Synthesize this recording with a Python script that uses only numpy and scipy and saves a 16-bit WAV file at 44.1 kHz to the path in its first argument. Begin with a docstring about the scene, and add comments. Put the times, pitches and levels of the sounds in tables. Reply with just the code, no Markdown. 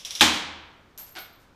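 """Quick clicks echo in a bare room: a long-handled ratchet crimper is squeezing a clamp onto a pipe,
and its pawl (a small catch) drops over tooth after tooth. The clamp snaps shut with a loud crack
that shakes pipe and wall. After a pause the jaws let go with small ticks and a thin ring of steel,
and the tool knocks free of the fitting. A faint hush of air lies under it all."""
import sys
import numpy as np
from scipy import signal
from scipy.fft import next_fast_len
from scipy.io import wavfile
from scipy.ndimage import uniform_filter1d

SR = 44100
rng = np.random.default_rng(int(sys.argv[2]) if len(sys.argv) > 2 else 0)


def to_wav(s):
    """Save 16-bit WAV."""
    ch = np.atleast_2d(s).T  # columns
    pcm = np.round(np.clip(ch, -1, 1) * 32767)  # PCM
    wavfile.write(sys.argv[1], SR, pcm.astype(np.int16))


N = 68355
T = np.arange(N) / SR


def amp(db):
    """Turns decibels into a number to multiply a sound by."""
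    return 10 ** (np.asarray(db) / 20)


def read(points, hz):
    """Looks up a value between a table's rows, with every octave equally wide."""
    row_hz, value = np.transpose(points)
    return np.interp(np.log(hz + 1), np.log(row_hz), value)


def fade(t, t60):
    """Dies away by 60 dB in t60 seconds, the 'fade time'."""
    return np.exp(-np.log(1000) * t / t60)


def unit(x):
    """Scales a sound to a total energy of one."""
    return x / np.sqrt(np.sum(x ** 2) + 1e-20)


def place(s, sound):
    """Starts a sound at s seconds, with silence around it."""
    at = round(s * SR)
    return np.pad(sound[max(-at, 0):], (max(at, 0), N))[:N]


def colour(x, points):
    """Makes each frequency louder or softer, as a table says."""
    size = next_fast_len(2 * N)
    hz = abs(np.fft.fftfreq(size, 1 / SR))
    log_gain = np.log(amp(read(points, hz)))
    response = np.exp(np.conj(signal.hilbert(log_gain)))  # rings after a blow, never before it
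    return np.fft.ifft(np.fft.fft(x, size) * response).real[:N]


def even_noise(size=1024):
    """Noise with its strongest chance peaks softened."""
    spectrum = signal.stft(rng.standard_normal(N), nperseg=size)[2]
    noise = signal.istft(spectrum / (abs(spectrum) + 1e-12) ** .25, nperseg=size)[1][:N]
    return noise / noise.std()


def ring(modes, rise_s):
    """A struck object sounds its own tones (modes), which swell quickly and die away."""
    tones = sum(amp(db) * fade(T, t60) * np.sin(2 * np.pi * hz * T) for hz, db, t60 in modes)
    return (1 - np.exp(-T / rise_s)) * tones


def room_air():
    """The still air of the room makes a faint, low hush."""
    # tone of the hush (frequency [Hz], level [dB])
    hush_colour = [(20, -42), (60, -39), (130, -41.5), (300, -45.5), (600, -49.5), (1300, -51), (3000, -62),
                   (6000, -67.5), (10000, -78), (15000, -78)]
    return colour(rng.standard_normal(N), hush_colour)


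def room_echo():
    """Strong early echoes come from the corner, then a tail that grows duller."""
    # how long the room echoes (frequency [Hz], fade time [s])
    fade_times = [(80, 1), (250, 0.93), (600, 1), (1300, 1), (2700, 0.85), (4000, 0.75), (5500, 0.63),
                  (8000, 0.48), (11000, .35), (15000, 0.21)]
    hz, t, spectrum = signal.stft(even_noise(), SR, nperseg=256)
    tail = fade(t, read(fade_times, hz)[:, None])
    early = amp(2) * fade(t, t60=.29)
    echo = signal.istft(spectrum * (tail + early), SR, nperseg=256)[1][:N]
    arrival = np.clip(T / .004 - .5, 0, 1)  # the first echoes take about 4 ms
    return unit(echo * arrival)


def hit(points, t60, echo_db, sharp, thin_hz):
    """A sharp spike and a short rattle of steel parts, weak below thin_hz; then the fuller echo."""
    direct = unit(even_noise(size=128) * fade(T, t60))
    direct[0] += sharp
    direct = signal.lfilter(*signal.butter(1, thin_hz, "high", fs=SR), unit(direct))
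    return colour(direct + amp(echo_db) * room_echo(), points)


def slipping_steel():
    """Slipping steel rings very high, its pitch a little unsteady."""
    # thin rings (time [s], pitch [Hz], level [dB], rise time [s])
    slips = [(0.9771, 12940, -38.5, 0.0004), (0.983, 12700, -41, .002), (1.07, 12900, -42.5, 0.0075),
             (1.18, 13240, -39.5, 0.0087), (1.186, 12860, -50, .01), (1.322, 13300, -57, 0.0035)]
    waver_hz, echo_db = 45, 6
    out = np.zeros(N)
    for s, hz, db, rise_s in slips:
        waver = uniform_filter1d(rng.standard_normal(N), size=80)
        cycles = np.cumsum(hz + waver_hz * waver / waver.std()) / SR
        tone = amp(db) * (1 - np.exp(-T / rise_s)) * fade(T, t60=.14) * np.sin(2 * np.pi * cycles)
        echo = amp(echo_db) * signal.fftconvolve(tone, room_echo())[:N]
        out += place(s, tone + echo)
    return out


def jaw_ticks():
    """The jaws give small, crisp ticks as they open."""
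    # ticks (time [s], level [dB])
    ticks = [(.9774, 0), (.9848, -1), (0.9991, -20), (1.066, -8.5), (1.072, -15), (1.154, -8), (1.19, -6),
             (1.401, -22), (1.419, -22.5)]
    # tone of a tick (frequency [Hz], level [dB])
    tick_colour = [(150, -38), (700, -16), (2000, -20.5), (4000, -20), (6000, -18), (9000, -20),
                   (12000, -22), (15000, -26)]
    return sum(place(s, amp(db) * hit(tick_colour, t60=.0032, echo_db=5, sharp=.79, thin_hz=2020))
               for s, db in ticks)


def tool_knocks():
    """The tool comes off with a short, dull clatter; the second knock rings the fitting."""
    # knocks (time [s], level [dB])
    knocks = [(1.153, -10), (1.1605, -6.5), (1.168, -3), (1.184, -6.5)]
    # tone of a knock (frequency [Hz], level [dB])
    knock_colour = [(100, -43), (320, -1.5), (500, -8), (780, -1), (1050, -8.5), (1400, 2.5), (1850, -5),
                    (2250, -1), (2700, -4.5), (3500, -2), (4700, -4), (7000, -19), (10000, -21),
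                    (15000, -30)]
    # ring of the fitting (pitch [Hz], level [dB], fade time [s])
    fitting_modes = [(342, -47.5, 0.13), (696, -53, 0.25), (755, -43.5, 0.28), (1460, -43, 0.38),
                     (1590, -42.5, 0.12), (2200, -48, 0.51)]
    clatter = sum(place(s, amp(db) * hit(knock_colour, t60=.057, echo_db=-.5, sharp=.3, thin_hz=200))
                  for s, db in knocks)
    return clatter + place(knocks[1][0], ring(fitting_modes, rise_s=.0014))


def ratchet():
    """The pawl drops over one tooth after another, and each click rings the steel handles."""
    # clicks, the first just before the start (time [s], level [dB])
    clicks = [(-.02, -10), (0.0495, -2), (0.1073, -2.5), (.152, -1), (0.197, -3.5)]
    # ring of pawl and handles (pitch [Hz], level [dB], fade time [s])
    pawl_modes = [(3427, -28, 0.029), (3790, -23, 0.012), (3980, -34.5, 0.04), (5130, -32, 0.011),
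                  (5940, -43.5, .025), (5680, -31.5, 0.078)]
    # tone of a click (frequency [Hz], level [dB])
    click_colour = [(150, -39), (600, -13.5), (1500, -14), (2500, -5.5), (3000, -2), (3450, 2),
                    (4000, -2.5), (4450, -7), (5200, 1), (5900, 0.5), (6800, -8.5), (9800, -14.5),
                    (10750, -8.5), (12200, -17), (15000, -21)]
    handles = ring(pawl_modes, rise_s=.0004)
    out = np.zeros(N)
    for s, db in clicks:
        click = hit(click_colour, t60=.027, echo_db=4.5, sharp=.6, thin_hz=2800)
        out += place(s, amp(db) * (handles + click))
    return out


def clamp_snap():
    """The clamp gives way with a crack that shakes jaws, pipe and wall; a faint rebound follows."""
    # tone of the crack (frequency [Hz], level [dB])
    crack_colour = [(30, -6), (60, 6), (115, 6.5), (200, 13), (300, 15), (450, 11.5), (620, 13),
                    (820, 18.5), (1100, 16.5), (2000, 17.5), (2450, 20), (2750, 17.5), (3200, 22.5),
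                    (4000, 18), (4500, 16.5), (5200, 14), (6500, 13), (8500, 7), (11500, 0.5), (13200, 0.5),
                    (15000, -6.5)]
    # brief ring of the jaws (pitch [Hz], level [dB], fade time [s])
    jaw_modes = [(1620, -11.5, 0.041), (3230, -12.5, .025), (3440, -1.5, 0.009), (3750, -14, 0.06)]
    # hum of the pipe and its heater (pitch [Hz], level [dB], fade time [s])
    pipe_modes = [(142, -43, 0.67), (183, -35.5, .4), (197.7, -33.5, 0.7), (236.7, -22.5, .42),
                  (276.5, -31, 0.63), (297, -33.5, 0.87), (315, -22.5, 0.45), (849, -23, 0.26),
                  (948, -35, 1), (1064, -27, 0.55), (1255, -32, 0.53), (1737, -34, .35), (2500, -30, 0.36),
                  (3040, -27, .42), (3093, -27, .45), (3475, -22, 0.18), (3526, -23, 0.27),
                  (4003, -25.5, 0.58)]
    # hollow thunk of the jolted pipe (pitch [Hz], level [dB], fade time [s])
    thunk_modes = [(813, -13, 0.051), (830, -6.5, .06), (1051, -14.5, .08)]
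    wall_hz, throbs_per_s = 80.5, 2.6
    crack = hit(crack_colour, t60=.06, echo_db=6.5, sharp=.35, thin_hz=700)
    jaws = ring(jaw_modes, rise_s=.0002)
    hum = ring(pipe_modes, rise_s=.01)
    thunk = ring(thunk_modes, rise_s=.012)
    throb = np.cos(np.pi * throbs_per_s * T)
    boom = amp(-33) * fade(T, t60=1.1) * throb * np.sin(2 * np.pi * wall_hz * T)
    swell = 1 - np.exp(-T / .012)
    rebound = amp(-12.5) * colour(room_echo() * swell, crack_colour)
    return place(.2092, crack + jaws + hum + boom) + place(.222, thunk) + place(.328, rebound)


def scene():
    """Tool and clamp over the quiet room, in one channel."""
    return (ratchet() + clamp_snap() + jaw_ticks() + slipping_steel() + tool_knocks() + room_air())[None]


def record(dry):
    """A slow volume control dips after loud sounds; peaks are clipped and the highest treble is cut."""
    threshold_db, recovery_db_per_s, dip_share, lag_s = -22.5, 168, .15, .066
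    top_hz = 15300
    level_db = 10 * np.log10(abs(uniform_filter1d(dry[0] ** 2, size=256)) + 1e-12)
    fall_db = T * recovery_db_per_s
    peak_db = np.maximum.accumulate(level_db + fall_db) - fall_db  # jumps up, sinks steadily
    over_db = np.maximum(peak_db - threshold_db, 0)
    smoothing = np.exp(-1 / (lag_s * SR))
    dip_db = dip_share * signal.lfilter([1 - smoothing], [1, -smoothing], over_db)
    clipped = np.clip(dry * amp(-dip_db), -1, 1)
    treble_cut = signal.firwin(401, top_hz, window=("kaiser", 8), fs=SR)
    return signal.oaconvolve(clipped, treble_cut[None], "same")


dry = scene()
out = record(dry)
to_wav(out)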